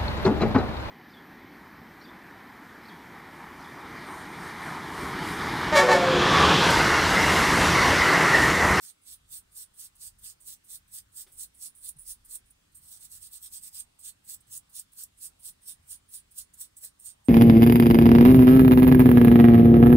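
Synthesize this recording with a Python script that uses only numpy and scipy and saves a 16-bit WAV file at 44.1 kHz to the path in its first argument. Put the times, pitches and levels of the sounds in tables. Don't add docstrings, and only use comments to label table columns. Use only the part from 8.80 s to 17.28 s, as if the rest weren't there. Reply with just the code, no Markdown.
import sys
import numpy as np
from scipy import signal
from scipy.fft import rfft, irfft
from scipy.io import wavfile
from scipy.ndimage import uniform_filter1d

SR = 44100
rng = np.random.default_rng(int(sys.argv[2]) if len(sys.argv) > 2 else 0)


def pcm_store(signal):
    levels = np.round(np.clip(np.atleast_2d(signal), -1, 1) * 32767)
    wavfile.write(sys.argv[1], SR, levels.astype(np.int16).T)


N = 374188

# full contact begins t/s, its length t/ms, first level/dB, last level/dB
PRESSED_STROKES = [(0.029, 69, -50, -52.5), (0.272, 63, -52.5, -48), (0.526, 49.3, -44, -45.5),
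                   (0.769, 58, -44.5, -48.0), (0.996, 62, -44.5, -49.5), (1.215, 61.3, -47.5, -46),
                   (1.449, 63, -44.5, -52), (1.677, 56, -44, -47.0), (1.905, 49.5, -46.5, -44.5),
                   (2.143, 45, -42, -45), (2.372, 47.5, -43.0, -44.5), (2.597, 36.7, -40, -40),
                   (2.822, 44, -42.0, -42.5), (3.044, 43, -45.0, -44), (3.272, 43.5, -46.5, -40.5),
                   (3.51, 42.4, -46, -43), (4.023, 68, -60.5, -54.5), (4.118, 56, -46.5, -55.5),
                   (4.214, 38, -51.5, -46), (4.322, 53, -47, -50.5), (4.422, 46, -49, -48),
                   (4.534, 41, -45.5, -50.5), (4.631, 34, -46.0, -46.5), (4.736, 41, -43.5, -46.5),
                   (4.833, 43, -47, -46.5), (4.948, 54.4, -45.5, -42.5), (5.251, 38, -44, -43.5),
                   (5.496, 43, -42, -46), (5.727, 41, -43.5, -44), (5.96, 44, -42, -48),
                   (6.187, 41, -43, -44), (6.425, 38, -42.5, -42.5), (6.653, 34.3, -43, -44.5),
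                   (6.884, 35, -40.5, -49), (7.112, 36, -41, -52), (7.343, 45, -42, -56.5),
                   (7.582, 32, -42, -47), (7.809, 42, -41, -56), (8.037, 36, -41.5, -53.0),
                   (8.259, 48, -43.5, -54.5)]
# t/s, rasp over the scratch level/dB
WOOD_RASP = [(0, 9.5), (.6, 2), (1.6, 5.5), (2, 1), (3.5, 0.5), (4.2, 2), (5.2, 3), (6.3, 0.5), (6.8, 3),
             (7.2, 1.5), (8.4, 4.2)]
# full contact begins t/s, its length t/ms, level/dB before each layer's own touch gain
LIGHT_TOUCHES = [(0.218, 29, -62), (0.72, 34, -54), (0.94, 16, -56.5), (1.155, 14, -51.5),
                 (1.388, 11, -49.5), (1.606, 27, -51.0), (1.844, 25, -51.5), (2.081, 12, -55.5),
                 (2.322, 12, -59.0), (2.474, 36, -55.0), (2.521, 37, -47), (2.747, 51, -53),
                 (2.952, 98, -50.5), (3.166, 7.3, -58), (3.189, 46, -45), (3.451, 11, -46.5),
                 (3.66, 31, -62), (3.706, 5, -50), (3.92, 14, -61), (3.95, 41, -42.5), (5.194, 21, -44),
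                 (5.445, 36, -49.5), (5.607, 4.6, -51), (5.671, 18, -55), (5.897, 9.4, -52.5),
                 (6.122, 31, -52), (6.376, 89, -53), (6.596, 29, -54.5), (6.82, 34, -55.5),
                 (7.026, 17, -69), (7.291, 12, -55.5), (7.513, 11, -50.0), (7.74, 5.4, -44),
                 (7.969, 19, -41), (8.199, 26, -48.5), (8.451, 61, -52)]
# t/s, level/dB
HARD_SNAGS = [(3.091, -38), (3.555, -42), (5.001, -40.5), (5.5433, -41), (5.7746, -40), (5.9943, -37),
              (6.1315, -57), (6.236, -37), (7.5837, -38.5), (7.811, -37.5), (7.968, -58), (8.0476, -42),
              (8.198, -59)]
# t/s, ring over the scratch level/dB, f/Hz
STEM_RING = [(0, -8.5, 9700), (1.6, -21.5, 9270), (2.3, -28, 9170), (2.8, -8.5, 9700), (3.8, -13, 9450),
             (4.1, -31.5, 8650), (5.05, -19.5, 8550), (5.6, -38, 10150), (6.6, -11.5, 9530),
             (7.4, -7, 9370), (7.9, -19.5, 9660), (8.25, -10.5, 8660)]
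PRESS_RISE_MS, PRESS_FALL_MS = 34.8, 27
TOUCH_RISE_MS, TOUCH_FALL_MS, TOUCH_SAG_DB_PER_MS = 8., 15, -0.1137
SNAG_MS, SNAG_RISE_MS, SNAG_FALL_MS = 4.5, 5.3, 2.3
MID_EASE_DB = -1
RASP_TILT = 0.58


def rubbing():
    t = np.arange(N) / SR
    press, rasp, touch, snag = 0, 0, 0, 0
    for s, ms, first_db, last_db in PRESSED_STROKES:
        press = press + contact(s, ms, first_db, last_db, PRESS_RISE_MS, PRESS_FALL_MS, MID_EASE_DB)
        middle_db = (first_db + last_db) / 2
        tilt_db = RASP_TILT * (first_db - last_db) / 2
        rasp = rasp + contact(s + 0.0036, ms, middle_db + tilt_db, middle_db - tilt_db,
                              PRESS_RISE_MS, PRESS_FALL_MS)
    for s, ms, db in LIGHT_TOUCHES:
        touch = touch + contact(s, ms, db, db + TOUCH_SAG_DB_PER_MS * ms, TOUCH_RISE_MS, TOUCH_FALL_MS)
    for s, db in HARD_SNAGS:
        snag = snag + contact(s, SNAG_MS, db, db, SNAG_RISE_MS, SNAG_FALL_MS)
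    press, rasp, touch, snag = (np.sqrt(np.repeat(v, 20)[:N]) for v in (press, rasp, touch, snag))
    rasp = gain_of(np.interp(t, *np.transpose(WOOD_RASP))) * rasp

    snaps = fibres()
    low = below(snaps, 6500.0)
    s, ring_db, hz = np.transpose(STEM_RING)
    ring_hz = np.interp(t, s, hz)
    ring = evened(np.array([resonate(v, ring_hz, 230.0) for v in snaps]))
    at_tip = np.interp(t - .012, t, press)
    ring *= gain_of(np.interp(t, s, ring_db)) * (at_tip + snag + gain_of(-2.0) * touch)
    scratch = np.hypot(np.hypot(press, snag), gain_of(-9.5) * touch)
    rasp = np.hypot(rasp, gain_of(-23.5) * touch)
    return rasp * low + scratch * (snaps - low) + ring


def contact(s, ms, first_db, last_db, rise_ms, fall_ms, ease_db=0):
    t = np.arange(N // 20 + 1) * 20 / SR
    half = max(ms, .1) / 2
    corners = s + np.cumsum([-4 * rise_ms, 4 * rise_ms, half, half, 4 * fall_ms]) / 1000
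    middle_db = (first_db + last_db) / 2 + ease_db
    db = [first_db - 80, first_db, middle_db, last_db, last_db - 80]
    return gain_of(2 * np.interp(t, corners, db))


TUFT_BANDS_HZ = (6500, 10500)
OWN_FIBRES = 0.67


def fibres(snaps_per_s=12000., spread_db=1.0, tufts_per_s=250.0, tuft_db=2.5, tuft_peak_ms=0.325, depth=0.51):
    snaps = gain_of(spread_db * np.minimum(rng.exponential(1, (3, N)), 6))
    snaps *= rng.choice([-1., 1.], (3, N))
    snaps *= rng.random((3, N)) < snaps_per_s / SR
    snaps = np.sqrt(1 - OWN_FIBRES ** 2) * snaps[2] + OWN_FIBRES * snaps[:2]
    coarse, not_fine = (below(snaps, hz) for hz in TUFT_BANDS_HZ)
    u = np.arange(400) / (tuft_peak_ms * SR / 1000)
    swell = u * np.exp(1 - u)
    out = 0
    for band in (coarse, not_fine - coarse, snaps - not_fine):
        tufts = gain_of(tuft_db * np.minimum(rng.exponential(1, N), 2.5))
        tufts *= rng.random(N) < tufts_per_s / SR
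        out = out + band * (1 + depth * signal.oaconvolve(tufts, swell)[:N])
    return evened(shifting(out))


def shifting(x, patchy_db=2.14):
    z = signal.stft(x, nperseg=256, noverlap=192)[2]
    patches = rng.standard_normal(z.shape[1:])
    patches = evened(uniform_filter1d(uniform_filter1d(patches, 4, 0), 50, 1))
    return signal.istft(z * gain_of(patchy_db * patches), nperseg=256, noverlap=192)[1][:, :N]


# f/Hz, left relative level/dB, right relative level/dB
PORT_COLOURS = [(1080, -45.5, -37.5), (1820, -28, -38), (2430, -36, -29), (2890, -31, -25),
                (4260, -21.5, -15.5), (5370, -17.5, -19), (7300, -26.5, -10), (8070, -6.5, -1.5),
                (8740, -19.5, -2), (9500, -11, -6.5), (10650, -14.5, -9), (12200, -10.5, -12.5),
                (13100, -9, -12), (14400, -9, -15), (16200, -11.5, -12)]
# delay t/ms, left level/dB, right level/dB
NEAR_ECHOES = [(.57, -16, -20), (1.41, -12, -20)]
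# f/Hz, width f/Hz, level/dB
PORT_CAVITIES = [(13620, 73, 2), (8320, 120, -13)]
LEFT_LAG_MS = 0.1161


def ports(x):
    hz = np.fft.rfftfreq(2048, 1 / SR)
    level = np.sqrt(np.mean(gain_of(2 * read(PORT_COLOURS, hz, column=2))))
    out = []
    for c in range(2):
        colour = rfft(causal(read(PORT_COLOURS, hz, column=1 + c)))
        paths = 1 + sum(gain_of(e[1 + c]) * np.exp(-2j * np.pi * hz * e[0] / 1000) for e in NEAR_ECHOES)
        late = np.exp(-2j * np.pi * hz * (1 - c) * LEFT_LAG_MS / 1000)
        response = irfft(colour * paths * late)[:1024]
        heard = signal.oaconvolve(x[c], response)[:N] / level
        ring_hz, width_hz, ring_db = PORT_CAVITIES[c]
        out.append(heard + gain_of(ring_db) * resonate(heard, ring_hz, width_hz))
    return gain_of(3.5) * np.array(out)


# t/s, mode level/dB, f/Hz, mode's 60 dB decay t/s, tick level/dB
BENCH_BUMPS = [(2.467, -63, 385, 0.045, -63.5), (3.159, -51.5, 139, 0.13, -92),
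               (8.031, -60, 600, 0.037, -66)]


def bumps():
    out = np.zeros(N + SR)
    t = np.arange(SR // 4) / SR
    ticks = evened(below(rng.standard_normal((len(BENCH_BUMPS), len(t))), 5500.0))
    for (s, db, hz, t60, tick_db), tick in zip(BENCH_BUMPS, ticks):
        soft_start = 1 - np.exp(-t / 0.0017)
        mode = gain_of(db - 60 * t / t60) * soft_start * np.sin(2 * np.pi * hz * t)
        at = round(s * SR)
        out[at:at + len(t)] += mode + gain_of(tick_db - 60 * t / 0.19) * tick
    return out[:N]


HANDS_TURNS_PER_S = 1.684


def workshop(x, t60=0.066, wet_db=-6.5, count=4):
    t = np.arange(SR // 3) / SR
    turn = np.arange(N) / SR * HANDS_TURNS_PER_S
    tails = rng.standard_normal((count, 2, len(t))) * gain_of(-60 * t / t60) * (t > .004)
    wet = 0
    for k, tail in enumerate(tails):
        apart = abs((turn - k + count / 2) % count - count / 2)
        share = np.cos(np.pi / 2 * np.minimum(apart, 1))
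        wet = wet + signal.oaconvolve(x * share, tail, axes=1)
    return x + gain_of(wet_db) * wet[:, :N] / np.linalg.norm(tails[0, 0])


# f/Hz, relative density level/dB
TONE_SPECTRUM = [(20, -20), (34, -2), (47, 4.5), (60, -2.5), (78, 4), (100, -3.5), (230, -9), (520, -15.5),
                 (1000, -15.5), (2400, -16.5), (3400, -16), (6500, -21.5), (8600, -17.5), (10800, -26),
                 (15700, -27)]
# f/Hz, correlation from -1 (opposite) to 1 (same)
TONE_LIKENESS = [(60, 1.0), (110, 0.98), (200, 0.9), (380, -0.58), (700, -0.51), (1290, 0.31),
                 (2380, -0.49), (4400, 0.082)]
# f/Hz, left over right level/dB
LEFT_OVER_RIGHT = [(60, 0), (380, 0), (2380, 0), (15000, -1.5)]
# t/s, level/dB
RUMBLE_SWELLS = [(0.0, -93.5), (0.35, -69), (2.27, -72.5), (2.64, -64.5), (2.86, -80), (3.24, -61),
                 (4.01, -78.5), (4.44, -66), (4.94, -74.5), (7.44, -72.5), (7.89, -75.5), (8.48, -79)]
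ROOM_TONE_DB = -66.5


def room_tone():
    frames = N // 512 + 5
    hz = np.fft.rfftfreq(2048, 1 / SR)
    a, b, c, d, patches = rng.standard_normal((frames, 1025, 5)).T
    patches = evened(uniform_filter1d(uniform_filter1d(patches, 20, 0), 12, 1))
    s, swell_db = np.transpose(RUMBLE_SWELLS)
    swell_db = np.interp(np.arange(frames) * 512 / SR, s, swell_db - swell_db.mean())
    deepest = 1 / (1 + (hz[:, None] / 70) ** 4)
    same = np.clip(read(TONE_LIKENESS, hz), -1, 1)[:, None]
    left = a + 1j * b
    right = same * left + np.sqrt(1 - same ** 2) * (c + 1j * d)
    z = np.array([left, right])
    z *= gain_of(read(TONE_SPECTRUM, hz)[:, None] + 1.5 * patches + swell_db * deepest)
    z *= gain_of(np.outer([.5, -.5], read(LEFT_OVER_RIGHT, hz)))[:, :, None]
    tone = signal.istft(z, nperseg=2048, noverlap=1536)[1][:, :N]
    return gain_of(ROOM_TONE_DB) * evened(tone)


def gain_of(db):
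    return 10 ** (np.asarray(db) / 20)


def evened(x):
    return x / np.sqrt(np.mean(x ** 2) + 1e-20)


def read(points, hz, column=1):
    points = np.array(points)
    return np.interp(np.log(hz + 1), np.log(points[:, 0] + 1), points[:, column])


def resonate(x, hz, width_hz):
    turn = np.exp(2j * np.pi * np.cumsum(hz * np.ones(len(x))) / SR)
    r = np.exp(-np.pi * width_hz / SR)
    return 2 * (turn * signal.lfilter([1 - r], [1, -r], x / turn + 1e-18)).real


def causal(db):
    log_gain = np.log(gain_of(np.r_[db, db[-2:0:-1]]))
    return np.fft.ifft(np.exp(np.conj(signal.hilbert(log_gain)))).real


def below(x, hz):
    return signal.sosfiltfilt(signal.butter(2, hz, fs=SR, output="sos"), x)


def scene():
    close = ports(rubbing()) + bumps()
    return workshop(close) + room_tone()


EDGE_HZ = 15750


def record(dry):
    low_pass = signal.firwin(767, EDGE_HZ, window=("kaiser", 9), fs=SR)
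    return signal.oaconvolve(dry, low_pass[None], "same")


dry = scene()
out = record(dry)
pcm_store(out)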